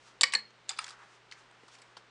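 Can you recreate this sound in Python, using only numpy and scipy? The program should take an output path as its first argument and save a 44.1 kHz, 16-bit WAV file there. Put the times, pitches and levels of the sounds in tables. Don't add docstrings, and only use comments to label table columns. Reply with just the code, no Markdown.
import sys
import numpy as np
from scipy import signal
from scipy.fft import rfft, irfft
from scipy.io import wavfile

SR = 44100
rng = np.random.default_rng(int(sys.argv[2]) if len(sys.argv) > 2 else 0)


def wrap_up_sound(samples):
    columns = np.atleast_2d(samples).T
    tamed = np.clip(columns, -1, 1)
    steps = np.round(tamed * 32767).astype(np.int16)
    wavfile.write(sys.argv[1], SR, steps)


N = 92610


def from_db(db):
    return 10 ** (np.asarray(db) / 20)


def rms_one(x):
    return x / np.sqrt(np.mean(x ** 2) + 1e-20)


def at_hz(points, hz):
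    table_hz, values = np.transpose(points)
    return np.interp(np.log(hz), np.log(table_hz), values)


def band(x, low_hz, high_hz):
    return signal.sosfilt(signal.butter(2, [low_hz, high_hz], "band", fs=SR, output="sos"), x)


def ring(x, hz, t60_s):
    radius = from_db(-60 / (max(t60_s, 0.005) * SR))
    w = 2 * np.pi * hz / SR
    return signal.lfilter([0, np.sin(w)], [1, -2 * radius * np.cos(w), radius ** 2], x + 1e-18)


# frequency in Hz, relative density in dB per Hz.
AIR_SPECTRUM = [(20, -16), (40, -1), (62, -10.5), (100, -16), (160, -1.5), (250, -2.5), (400, 3), (630, 0),
                (1300, 1), (3000, -4), (6300, -14), (9000, -18.5), (10300, -34.5)]
AIR_RMS_DB, HUM_RMS_DB, HUM_HZ = -62, -74, 120


def air_and_hum():
    hz = np.maximum(np.arange(N // 2 + 1) * SR / N, 1)
    noise = irfft(rfft(rng.standard_normal(N)) * from_db(at_hz(AIR_SPECTRUM, hz)), N)
    hum = np.sqrt(2) * np.sin(2 * np.pi * HUM_HZ * np.arange(N) / SR)
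    return from_db(AIR_RMS_DB) * rms_one(noise) + from_db(HUM_RMS_DB) * hum


# time in seconds, hiss level in dB, rub level in dB.
SLIDE_LEVELS = [(0, -72, -80.5), (0.081, -60.5, -61.5), (0.162, -78, -72), (.67, -96, -103),
                (.688, -52.5, -57), (0.719, -63, -51.5), (.75, -63, -65), (0.782, -64, -56.5),
                (.815, -50.5, -51.5), (.86, -58, -55), (.925, -58, -54), (0.961, -74, -61),
                (1.03, -67, -55), (1.08, -71.5, -65.5), (1.15, -64.5, -63.5), (1.251, -100, -75),
                (1.391, -63, -61), (1.481, -82, -68.5), (1.7, -68.5, -69), (1.745, -56, -64.5),
                (1.77, -68, -65), (1.85, -71.5, -65.5), (2.1, -94, -69.5)]
GRAINS_PER_S = 2100
HISS_HZ, RUB_HZ = (2410, 7710), (815, 1836)


def hands():
    knot_s, hiss_db, rub_db = np.transpose(SLIDE_LEVELS)
    t = np.arange(N) / SR
    is_grain = rng.random((2, N)) < GRAINS_PER_S / SR
    grains = rng.standard_normal((2, N)) * (2.1 + is_grain)
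    hiss = from_db(np.interp(t, knot_s, hiss_db)) * rms_one(band(grains[0], *HISS_HZ))
    rub = from_db(np.interp(t, knot_s, rub_db)) * rms_one(band(grains[1], *RUB_HZ))
    return hiss + rub


# frequency in Hz, T60 in seconds.
ROOM_T60_S = [(300, 0.36), (1500, 0.27), (4300, 0.21), (9000, 0.13)]
ROOM_DB, ROOM_RISE_S = -18, 0.013


def room(x):
    t = np.arange(SR // 2) / SR
    edges_hz = 300 * 2 ** np.arange(0, 5.6, 0.5)
    white = rng.standard_normal((2, len(t)))
    tail = np.zeros(len(t))
    for k, (low_hz, high_hz) in enumerate(zip(edges_hz, edges_hz[1:])):
        t60_s = at_hz(ROOM_T60_S, np.sqrt(low_hz * high_hz))
        tail += band(white[k % 2], low_hz, high_hz) * from_db(-60 * t / t60_s)
    tail *= 1 - np.exp(-t / ROOM_RISE_S)
    tail /= np.sqrt(np.sum(tail ** 2))
    return from_db(ROOM_DB) * signal.fftconvolve(x, tail)[:N]


# start in seconds, level in dB, extra level of the lowest mode in dB.
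TABLE_KNOCKS = [(0.212, -48.5, -8.5), (.234, -47, -9.5), (.337, -53, -3.5), (.351, -54.5, 2)]
TABLE_HZ = [215, 340, 510]
# level in dB, T60 in seconds.
TABLE_MODES = [(-9, 0.47), (-10.5, 0.08), (2, 0.16)]


def table_top():
    start_s, knock_db, low_db = np.transpose(TABLE_KNOCKS)
    out = np.zeros(N)
    for k, (hz, (mode_db, t60_s)) in enumerate(zip(TABLE_HZ, TABLE_MODES)):
        extra_db = low_db if k == 0 else 0
        clicks = np.zeros(N)
        clicks[(start_s * SR).astype(int)] = from_db(knock_db + mode_db + extra_db)
        out += band(ring(clicks, hz, t60_s), hz / 2, hz * 2)
    return out


BAND_EDGES_HZ = [850, 1500, 3000, 6000, 8100, 9800]
RISE_S, PUSH_GRIT = 0.00067, 0.15
SNAP = 1.9
THUD_HZ, THUD_DB, BASS_CUT_HZ = (200, 800), 13.5, 780


def chatter(t, t60_s):
    envelope = (1 - np.exp(-t / RISE_S)) * from_db(-60 * t / max(t60_s, 0.005))
    grit = rng.standard_normal(len(t)) * envelope
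    return grit * np.sqrt(np.sum(envelope ** 2) / np.sum(grit ** 2))


def struck(hits, pitches_hz, modes):
    t = np.arange(SR // 10) / SR
    edges = BAND_EDGES_HZ
    cracks, pushes = np.zeros((2, len(edges), N + len(t)))
    for start_s, level_db, *colour_db, t60_s, ring_db in hits:
        burst = chatter(t, t60_s)
        i = int(start_s * SR)
        gains = from_db(level_db + np.array(colour_db))[:, None]
        cracks[:, i:i + len(t)] += gains * (burst + SNAP * (np.arange(len(t)) == 0))
        push = PUSH_GRIT * burst / np.sqrt(np.sum(burst ** 2)) + (np.arange(len(t)) == 10)
        pushes[:, i:i + len(t)] += from_db(ring_db) * gains * push

    out = np.zeros(N + len(t))
    for crack, low_hz, high_hz in zip(cracks, edges, edges[1:]):
        out += band(crack, low_hz, high_hz) * np.sqrt(SR / 8 / (high_hz - low_hz))
    for k, (hz, (mode_db, t60_s)) in enumerate(zip(pitches_hz, modes)):
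        push = pushes[np.searchsorted(edges, hz) - 1]
        out += (-1) ** k * from_db(mode_db) * ring(push, hz, t60_s)
    out = signal.sosfilt(signal.butter(4, BASS_CUT_HZ, "high", fs=SR, output="sos"), out)
    out += from_db(THUD_DB) * band(cracks[-1], *THUD_HZ)
    return out[:N]


# start in seconds, level in dB, colour of the five bands
# in dB (five columns), table thud in dB, chatter T60 in seconds, ring in dB.
SMALL_HITS = [(0.504, -58, 4, -14, 5, -26, -40.5, -15, 0.03, -15),
              (1.313, -30.5, -13.5, -37, -4.5, -27, -42, -33, 0.022, -18),
              (1.322, -45.5, -22, 4, 5.5, -27.5, -31.5, -27.5, 0.07, -2),
              (1.511, -42, -7.5, -19, -10, -6.5, -16.5, -25.5, 0.015, -9),
              (1.634, -48, -10, -6, -14, -27, -30, -4.5, 0.04, -8),
              (1.681, -41, -4.5, -14, -4, -12, -31, -22, 0.05, -34),
              (1.752, -37, -9, -1.5, -3, -11, -22, -36, 0.015, -19),
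              (1.785, -46, -9.5, -30, -5, -12, -17, -31, 0.095, -20),
              (1.818, -43.5, -10, 1.5, 3, -2.5, -29, -36, 0.033, -33),
              (1.968, -34.5, -7, -41, -6, -16, -32, -16, 0.063, -1.5)]
SMALL_HZ = [860, 2140, 3100, 4350, 4850, 7500]
# level in dB, T60 in seconds.
SMALL_MODES = [(-2, 0.04), (5, 0.02), (-0.5, 0.015), (-3.5, 0.015), (-12, 0.015), (-11, .015)]


def small_parts():
    return struck(SMALL_HITS, SMALL_HZ, SMALL_MODES)


# start in seconds, level in dB.
PLATE_SNAPS = [(.6924, -25), (.843, -30), (.8651, -38), (.8801, -34), (.889, -38), (.8962, -35),
               (.9061, -35), (.9115, -39)]
SNAP_HZ = (4000, 9600)


def plate_snaps():
    start_s, level_db = np.transpose(PLATE_SNAPS)
    clicks = np.zeros(N)
    clicks[(start_s * SR).astype(int)] = from_db(level_db) * SR / 2 / (SNAP_HZ[1] - SNAP_HZ[0])
    return band(clicks, *SNAP_HZ)


# start in seconds, level in dB, colour of the five bands
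# in dB (five columns), table thud in dB, chatter T60 in seconds, ring in dB.
PLATE_HITS = [(.6922, -26, -37.5, -6.5, 0.5, 1.5, -37, -35, 0.055, -3),
              (.7045, -38.5, 3, 5.5, -24, -28, -24, -53, 0.055, -22),
              (.714, -42, -15, -20, 12.5, -28, -30, -29, 0.015, -17),
              (.7325, -54, -13, 9, -4, -20, -18, -12.5, 0.076, -1),
              (.765, -58, -24, -26, 0, -20, -36, -34, 0.1, 9),
              (.7731, -52.5, -26, -30, 13, -8, -21.5, -30, 0.051, -13),
              (.7865, -44, -29, -17, 20, -6, -20, -40, 0.0083, -41),
              (.789, -23, -7, 1.5, -6, -11, -14.5, -58, 0.028, -4.5),
              (.843, -37, -12, 7, 13, 9.5, -9, -53, 0.014, -35),
              (.8654, -50, -19, 12, 14, 0, -11, -40, 0.035, -28),
              (.8799, -49, -15, 16, 10, 4, -19, -50, 0.026, -16),
              (.889, -43, -16, -10, 10, -3, -12, -41, 0.02, -26),
              (.8962, -52, -12, 3, 15, 2, -17, -40, 0.017, -26),
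              (.906, -51, 5, -4, 10, -9, -15, -37, 0.031, -6.5)]
PLATE_HZ = [780, 1010, 1280, 2300, 2590, 3550, 4000, 4390, 4900, 7250, 8830]
# level in dB, T60 in seconds.
PLATE_MODES = [(19, 0.13), (-20, 0.075), (10.5, 0.028), (-5.5, 0.043), (2, 0.014), (-6.5, 0.061),
               (-5, 0.038), (-5, 0.031), (-3, 0.06), (8, 0.0081), (15, 0.027)]


def plate():
    return struck(PLATE_HITS, PLATE_HZ, PLATE_MODES)


# start in seconds, level in dB, colour of the five bands
# in dB (five columns), table thud in dB, chatter T60 in seconds, ring in dB.
LOOSE_HITS = [(.3497, -34, -6, 12, 0.002, 9, -23, -10.5, 0.032, 0.011),
              (.3515, -27, -5, -43.5, 0.025, -9, -15, -41, 0.039, 0.0093)]
LOOSE_HZ = [1650, 1745, 1820, 2190, 2980, 4167, 4231, 4274, 4315, 4400, 7300, 8520]
# level in dB, T60 in seconds.
LOOSE_MODES = [(-9.5, 0.043), (-15.5, 0.15), (-9, 0.099), (2, 0.014), (-26, 0.096), (-5, .2), (-13, 0.28),
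               (-16, 0.36), (13.5, 0.024), (-18, .08), (-1, 0.026), (-18.5, .15)]


def loose_part():
    return struck(LOOSE_HITS, LOOSE_HZ, LOOSE_MODES)


# start in seconds, level in dB, colour of the five bands
# in dB (five columns), table thud in dB, chatter T60 in seconds, ring in dB.
LONG_HITS = [(0.21, -15, -17, -14, 6, 2, -14.5, -50, 0.028, -7),
             (0.2165, -9, -22.5, -12.5, -22.5, -2, -29.5, -23, 0.014, -15),
             (0.2318, -29, -14, 12, -23, -32.5, -47, -38, 0.013, -6.5),
             (0.2332, -7, -18, -3, 0, -7.5, -26.5, -25.5, 0.027, -3.5),
             (0.2385, -14.5, -39, 3, 2.5, -22, -43.5, -26.5, 0.02, -3.5),
             (0.322, -42.5, -30, -26, 12, -5, -29, -37, 0.054, -26),
             (0.327, -44, 11, 14.5, -22.5, 9, -21, -47, 0.022, -26),
             (0.336, -7, -19, -6.5, -11, -22, -18, -56.5, 0.031, -8.5)]
LONG_HZ = [900, 1150, 1850, 1950, 2230, 2970, 3880, 4520, 7600, 8520]
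# level in dB, T60 in seconds.
LONG_MODES = [(-3, 0.05), (3, 0.058), (-5, 0.034), (-6, 0.017), (-9.5, 0.04), (-11.5, 0.058), (0.5, 0.0067),
              (-1, 0.017), (2.5, 0.02), (9.5, 0.029)]


def long_piece():
    return struck(LONG_HITS, LONG_HZ, LONG_MODES)


def scene():
    background = air_and_hum() + hands()
    bricks = table_top() + small_parts() + plate_snaps() + plate() + loose_part() + long_piece()
    return (background + bricks + room(bricks))[None]


MIC_EDGE_HZ, MIC_SOFT_HZ, CUTOFF_HZ = 11000, 8330, 12400
MIC_BUMP_HZ, MIC_BUMP_DB = (11600, 12300), -19.5


def record(dry):
    dull = signal.sosfilt(signal.cheby2(14, 55, MIC_EDGE_HZ, fs=SR, output="sos"), dry)
    dull = signal.sosfilt(signal.butter(2, MIC_SOFT_HZ, fs=SR, output="sos"), dull)
    bump = band(band(dry, *MIC_BUMP_HZ), *MIC_BUMP_HZ)
    heard = dull + from_db(MIC_BUMP_DB) * bump
    return signal.sosfilt(signal.ellip(10, 0.5, 70, CUTOFF_HZ, fs=SR, output="sos"), heard)


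dry = scene()
out = record(dry)
wrap_up_sound(out)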